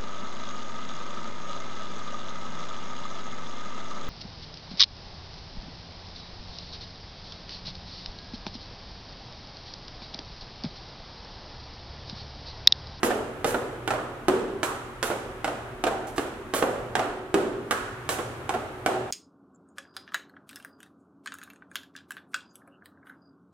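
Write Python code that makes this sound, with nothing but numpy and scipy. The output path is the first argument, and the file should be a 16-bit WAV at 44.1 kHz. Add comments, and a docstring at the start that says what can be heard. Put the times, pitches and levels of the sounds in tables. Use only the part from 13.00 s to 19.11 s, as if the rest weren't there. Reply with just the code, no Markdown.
"""A bare, echoing room where heeled boots dance a repeating pattern on a smooth, hard floor.
Heels stomp and tap, and soles slap down after them. Each hit is a sharp push that makes the boot ring.
Sliding soles catch on fine grit and hiss. Ventilation rumbles and hums in the background.
A stereo microphone stands close to the feet."""
import sys
import numpy as np
from scipy import signal
from scipy.fft import rfft, irfft, next_fast_len
from scipy.io import wavfile
from scipy.ndimage import map_coordinates

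SR = 44100
rng = np.random.default_rng(int(sys.argv[2]) if len(sys.argv) > 2 else 0)


def store_wav(level_fs):
    """Save 16-bit WAV to argv[1]."""
    pcm = np.round(np.clip(np.atleast_2d(level_fs), -1, 1) * 32767)
    wavfile.write(sys.argv[1], SR, pcm.T.astype(np.int16))


N = 269451


# The dance: one boot kicks and steps aside, the other closes, a stomp follows; then the boots swap.
# Each row: body weight in dB, extra click from the heel's edge in dB, ring strength in dB.
DANCE_MOVES = [(2.5, -0.5, 3.5), (0.5, -0.5, 6), (-6, -2.5, 3.5), (6.5, -0.5, 7.5), (-3, 3, 7.5),
               (-3.5, 5.5, 2), (-2, -0.5, 6.5), (-1, -0.5, 8.5)]
# Heel landings, one per move. Each row: start in seconds, force in dB, ring pitch in Hz.
HEEL_LANDINGS = [(0.0321, -6.5, 450), (0.445, -8.5, 493), (0.877, -9, 750), (1.2835, -7, 384),
                 (1.6314, -10.5, 1120), (2.0284, -10.5, 1174), (2.445, -10.5, 746), (2.8393, -9.5, 764),
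                 (3.181, -11, 388), (3.538, -9.5, 487), (3.9538, -6, 744), (4.3424, -7.5, 386),
                 (4.71, -9.5, 1480), (5.0913, -10.5, 595), (5.4931, -11.5, 825), (5.8619, -7, 740)]
# A heel's tone: thud, knock, clack and click, each in dB.
HEEL_TONE_DB = [-0.5, -2.5, -1, -8.5]
# The share of the body weight that goes to the thud, knock, clack and click.
WEIGHT_SHARES = [0.78, 0.39, 0, 0]

def heels(usual_force_db=-7.5, weight_per_force=0.55):
    """Heels strike the floor: body weight deepens the thud, landing on the edge sharpens the click."""
    track = np.zeros((2, N))
    for beat, (start, force_db, ring_hz) in enumerate(HEEL_LANDINGS):
        weight_db, edge_db, ring_db = DANCE_MOVES[beat % len(DANCE_MOVES)]
        # a harder landing carries more of the body
        weight_db += weight_per_force * (force_db - usual_force_db)
        tone_db = force_db + np.array(HEEL_TONE_DB) + weight_db * np.array(WEIGHT_SHARES)
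        tone_db[-1] += edge_db
        add(track, start, boot_hit(tone_db, ring_hz, ring_db, chatter_db=0.5, room_db=2.0))
    return track


# Soles coming down. Each row: start in seconds, force in dB, ring pitch in Hz, seconds to roll flat.
SOLE_LANDINGS = [(0.106, -10, 650, 0.0042), (0.5443, -9, 495, 0.0013), (0.906, -9.5, 1200, 0.0033),
                 (0.937, -15.5, 600, 0.0044), (2.102, -11.5, 510, 0.014), (2.478, -16.5, 655, .002),
                 (2.868, -9, 710, 0.0043), (3.625, -4, 505, 0.00071), (3.9938, -10.5, 760, 0.00071),
                 (4.033, -18.5, 400, .003), (5.188, -15, 531, 0.0045), (5.541, -14.5, 670, 0.004)]
# A sole's tone: thud, knock, clack and click, each in dB.
SOLE_TONE_DB = [-0.5, 0.5, -2.5, -8]

def soles(dulling_db_per_s=116):
    """A sole follows its heel: the later it lands, the duller; the slower it rolls, the more it chatters."""
    track = np.zeros((2, N))
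    for start, force_db, ring_hz, roll_s in SOLE_LANDINGS:
        heel_start = max(heel[0] for heel in HEEL_LANDINGS if heel[0] < start)
        tone_db = force_db + np.array(SOLE_TONE_DB, float)
        tone_db[-1] -= dulling_db_per_s * (start - heel_start)
        slap = boot_hit(tone_db, ring_hz, ring_db=5, chatter_db=5, room_db=-1.0,
                        chatter_s=0.022 + 5 * roll_s, chatter_rise_s=roll_s)
        add(track, start, slap)
    return track


# Boot and floor struck together. Each row: frequency in Hz, relative level in dB.
BOOT_SPECTRUM = [(50, -18.5), (150, -9), (240, 2), (370, 1), (500, 1.5), (740, -1.5), (980, -5.5),
                 (1400, -4), (2100, -11.5), (3000, -10.5), (4800, -17), (8000, -14), (11000, -21),
                 (16000, -35.5)]
# Where the thud, knock, clack and click sit, each in Hz.
TONE_HZ = [350, 700, 1500, 6000]
# How damped the boot's note is; the small heel block gives the widest, shortest ring.
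# Each row: ring pitch in Hz, half of its width in octaves.
RING_DAMPING = [(400, .15), (750, .2), (1200, .36)]

def boot_hit(tone_db, ring_hz, ring_db, chatter_db, room_db,
             chatter_s=0.025, chatter_rise_s=0.0012, gain_db=26, weight_hz=900):
    """One sharp push makes the boot ring, chatter as it settles, and echo around the room."""
    def spectrum_db(hz):
        octaves_away = np.log2((hz + 1) / ring_hz)
        ring = ring_db / (1 + (octaves_away / look_up(RING_DAMPING, ring_hz)) ** 2)
        tone = look_up(list(zip(TONE_HZ, tone_db)), hz)
        return gain_db + look_up(BOOT_SPECTRUM, hz) + tone + ring

    # the edge clicks first and the weight follows: this filter delays the bass
    lag = np.exp(-2 * np.pi * weight_hz / SR)
    blow = signal.lfilter([lag, -1], [1, -lag], pulse(spectrum_db))
    t = np.arange(SR // 20) / SR
    chatter = rng.standard_normal(len(t)) * rise_and_fade(t, chatter_rise_s, chatter_s)
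    force = cut_bass(amp(chatter_db) * chatter / np.linalg.norm(chatter), hz=700)
    force[0] += 1  # the push itself
    hit = signal.fftconvolve(blow, force / np.linalg.norm(force))
    sound = np.zeros((2, SR + SR // 10))
    add(sound, 0, travel(hit, near_path()))
    add(sound, 0, travel(amp(room_db) * blow, room_tail()))
    return sound


# Soles brushing the floor. Each row: start in seconds, length in seconds, relative level in dB.
SLIDES = [(0.036, 0.05, -30.5), (0.46, 0.075, -34.5), (1.634, 0.033, -31), (2.031, 0.069, -34.5),
          (3.069, 0.036, -43), (3.159, 0.07, -42.5), (3.541, 0.071, -31), (4.707, 0.029, -35),
          (5.09, 0.062, -32)]
# Leather sliding on grit. Each row: frequency in Hz, relative level in dB.
GRIT_SPECTRUM = [(150, -27), (500, 10.5), (1600, 3.5), (3000, 0.5), (4800, -4), (7500, 2), (10500, 0),
                 (13500, -6.5), (16000, -14)]

def scuffs(gain_db=-2.5, rise_s=0.0019, grains_per_s=900, stretches=3):
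    """A sliding sole catches on fine grit and hisses until it slows or lifts."""
    track = np.zeros((2, N))
    t = np.arange(SR // 5) / SR
    for start, length, level_db in SLIDES:
        speed = (1 - np.exp(-t / rise_s)) * np.sqrt(np.clip(1 - t / length, 0, 1))
        grains = rng.standard_normal(len(t)) * amp(-wobble(grains_per_s, len(t)))
        grit = unit(filtered(grains, lambda hz: amp(look_up(GRIT_SPECTRUM, hz))))
        hiss = amp(gain_db + level_db) * speed * grit
        add(track, start, travel(hiss, near_path()))
        # each stretch of the slide wakes the room from a new spot
        for stretch in range(stretches):
            in_stretch = np.floor(stretches * t / length) == stretch
            add(track, start, travel(hiss * in_stretch, room_tail()))
    return track


# Echoes off nearby surfaces. Each row: delay in seconds, level in dB, Hz above which the echo dulls.
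NEAR_ECHOES = [(.0012, -10, 14000), (.0026, -5, 1500), (.0060, -5.5, 2500), (.0091, -14, 12000),
               (.0130, -3, 1800), (0.0168, -15, 3000)]

def near_path(scatter_db=-5, delay_spread=0.07):
    """Sound from the feet arrives straight, scattered, and bounced off nearby surfaces."""
    t = np.arange(SR // 10) / SR
    scatter = spread_noise(len(t)) * rise_and_fade(t, rise_s=0.002, fade_s=0.083)
    path = amp(scatter_db) * scatter / np.linalg.norm(scatter[0])
    for delay, level_db, top_hz in NEAR_ECHOES:
        # echoes shift as the feet move, and reach left and right at different moments
        arrival = delay * (1 + delay_spread * rng.normal()) + rng.normal(0, 1e-4, 2)
        echo = np.zeros_like(path)
        echo[[0, 1], np.abs(arrival * SR).astype(int)] = amp(level_db)
        path += signal.lfilter(*signal.butter(1, top_hz, fs=SR), echo)
    direct = np.zeros_like(path)
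    direct[[0, 1], [rng.integers(2, 4), 0]] = 1  # the right side is nearer, so it hears first
    # the boot beams its treble forward, so the straight path has the sharpest crack
    path += direct + 0.45 * cut_bass(direct, hz=2200)
    return filtered(path, side_gains)


# How long the room rings. Each row: frequency in Hz, seconds to fade by 60 dB.
TAIL_TIMES = [(120, 2), (380, 0.98), (1000, 0.96), (2800, 0.91), (7300, 0.7), (15000, 0.35)]
# How strongly the room rings. Each row: frequency in Hz, relative level in dB.
TAIL_LEVELS = [(120, -4.5), (380, 2.5), (1000, 3.5), (3000, 1), (8000, 0), (15000, 2)]
# Notes that stand out in the room. Each row: pitch in Hz, width in Hz, boost in dB.
ROOM_NOTES = [(217, 5.5, 3), (376.4, 3.4, 7.5), (402.3, 18, 5), (744, 34, 2)]

def room_tail(build_up_s=0.012, shade_share=0.53):
    """The room's long echo from one spot; each frequency dies away at its own speed."""
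    def colour(hz):
        notes_db = sum(db / (1 + (2 * (hz - pitch) / width) ** 2) for pitch, width, db in ROOM_NOTES)
        return amp(look_up(TAIL_LEVELS, hz) + notes_db) * side_gains(hz, shade_share)

    band_hz, t, bands = signal.stft(spread_noise(SR), SR, nperseg=256)
    fade_s = look_up(TAIL_TIMES, band_hz)[:, None]
    same_energy = np.sqrt(np.log(1e6) / (fade_s * SR))  # for long and short fades alike
    fade = amp(-60 * t / fade_s) * same_energy
    tail = signal.istft(bands * fade, SR, nperseg=256)[1][:, :SR]
    build_up = 1 - np.exp(-np.arange(SR) / SR / build_up_s)
    return filtered(tail, colour) * build_up


# Sound coming straight from the feet. Each row: frequency in Hz, left level against right in dB.
LEFT_SHADE = [(100, -.5), (400, -2.2), (1200, -2.7), (3000, -5.5), (7000, -5), (13000, -8.5)]

def side_gains(hz, share=1):
    """The microphone's left side is turned away from the feet, so it hears them duller."""
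    return amp(share * np.outer([0.5, -0.5], look_up(LEFT_SHADE, hz)))


# Moving air. Each row: frequency in Hz, relative level in dB.
AIR_SPECTRUM = [(20, -27), (36, -7), (50, -6), (63, -3.5), (88, 0.5), (130, 3), (185, -13.5), (360, -1.5),
                (560, -12.5), (1250, -7.5), (3200, -22.5), (4900, -33), (10500, -33), (16000, -44)]
# The motor's tones. Each row: pitch in Hz, typical level in dB.
MOTOR_TONES = [(119.5, -54), (238, -61), (371, -52.5)]

def ventilation(air_db=-42, waver_db=6.5, rumble_db=-53, rumble_hz=37, fade_from_s=3.9, fade_db_per_s=7):
    """Moving air rushes, an unsteady motor hums, and a deep rumble holds and then fades."""
    t = np.arange(N) / SR
    air_level = amp(air_db + 2.1 * wobble(2.117, N))
    air = unit(filtered(spread_noise(N), lambda hz: amp(look_up(AIR_SPECTRUM, hz))))
    hum = np.zeros(N)
    for pitch, level_db in MOTOR_TONES:
        level = amp(level_db + waver_db * wobble(3.825, N))
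        phase = 2 * np.pi * pitch * t + wobble(4.04, N)
        hum += level * np.sqrt(2) * np.sin(phase)
    rumble = unit(filtered(spread_noise(N), lambda hz: 1 / (1 + ((hz - rumble_hz) / 9) ** 4)))
    rumble_level = amp(rumble_db - fade_db_per_s * np.maximum(t - fade_from_s, 0))
    return air_level * air + hum + rumble_level * rumble


# How alike left and right are. Each row: frequency in Hz, likeness from 0 (unrelated) to 1 (the same).
SIDE_LIKENESS = [(30, 0.82), (70, 1), (120, 0.93), (280, 0.95), (550, 0.83), (1100, 0.42), (2200, 0),
                 (6000, 0.022)]

def spread_noise(size):
    """Noise from all directions: left and right are alike in the bass, unrelated in the treble."""
    def shares(hz):
        angle = np.arccos(np.clip(look_up(SIDE_LIKENESS, hz), -1, 1)) / 2
        return np.array([np.cos(angle), np.sin(angle)])

    shared, opposite = filtered(rng.standard_normal((2, size)), shares)
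    return np.array([shared + opposite, shared - opposite])


def amp(db):
    """Turn decibels into a number to multiply by."""
    return 10 ** (np.asarray(db) / 20)


def unit(sound):
    """Scale a sound to an average (rms) level of 1."""
    return sound / np.sqrt(np.mean(sound ** 2) + 1e-20)


def look_up(table, hz):
    """Read between a table's (Hz, value) rows, giving each octave equal space."""
    row_hz, values = np.transpose(table)
    return np.interp(np.log(hz + 1), np.log(row_hz + 1), values)


def wobble(rate, size):
    """A smooth curve through `rate` random points a second."""
    points = rng.standard_normal(int(size * rate / SR) + 4)
    return map_coordinates(points, [np.arange(size) * rate / SR])


def rise_and_fade(t, rise_s, fade_s):
    """A level that swells quickly and drops by 60 dB every fade_s seconds."""
    return np.exp(-np.log(1000) * t / fade_s) * (1 - np.exp(-t / rise_s))


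def cut_bass(sound, hz):
    """Gently turn down everything below hz."""
    return signal.lfilter(*signal.butter(1, hz, "high", fs=SR), sound)


def filtered(sound, gain_at):
    """Turn each frequency up or down by gain_at(Hz)."""
    size = sound.shape[-1]
    padded = next_fast_len(size + 8192)
    gains = gain_at(np.fft.rfftfreq(padded, 1 / SR))
    return irfft(rfft(sound, padded) * gains, padded)[..., :size]


def pulse(spectrum_db, size=4096):
    """A sudden pulse with the level spectrum_db(Hz) at each frequency."""
    cepstrum = irfft(np.log(amp(spectrum_db(np.fft.rfftfreq(size, 1 / SR)))))
    # pack the energy as early as possible, so nothing sounds before the hit
    cepstrum[1:size // 2] *= 2
    cepstrum[size // 2 + 1:] = 0
    return irfft(np.exp(rfft(cepstrum)))


def travel(sound, path):
    """Send a sound along a path to the microphone's left and right sides."""
    return signal.fftconvolve(sound[None], path, axes=1)


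def add(track, start_s, sound):
    """Mix a sound into the track at start_s."""
    first = max(0, round(start_s * SR))
    part = track[:, first:first + sound.shape[1]]
    part += sound[:, :part.shape[1]]


def scene():
    """Boots and ventilation in one room."""
    return heels() + soles() + scuffs() + ventilation()


def record(dry, top_hz=16000):
    """The microphone keeps nothing above top_hz."""
    return filtered(dry, lambda hz: hz < top_hz)


dry = scene()
out = record(dry)
store_wav(out)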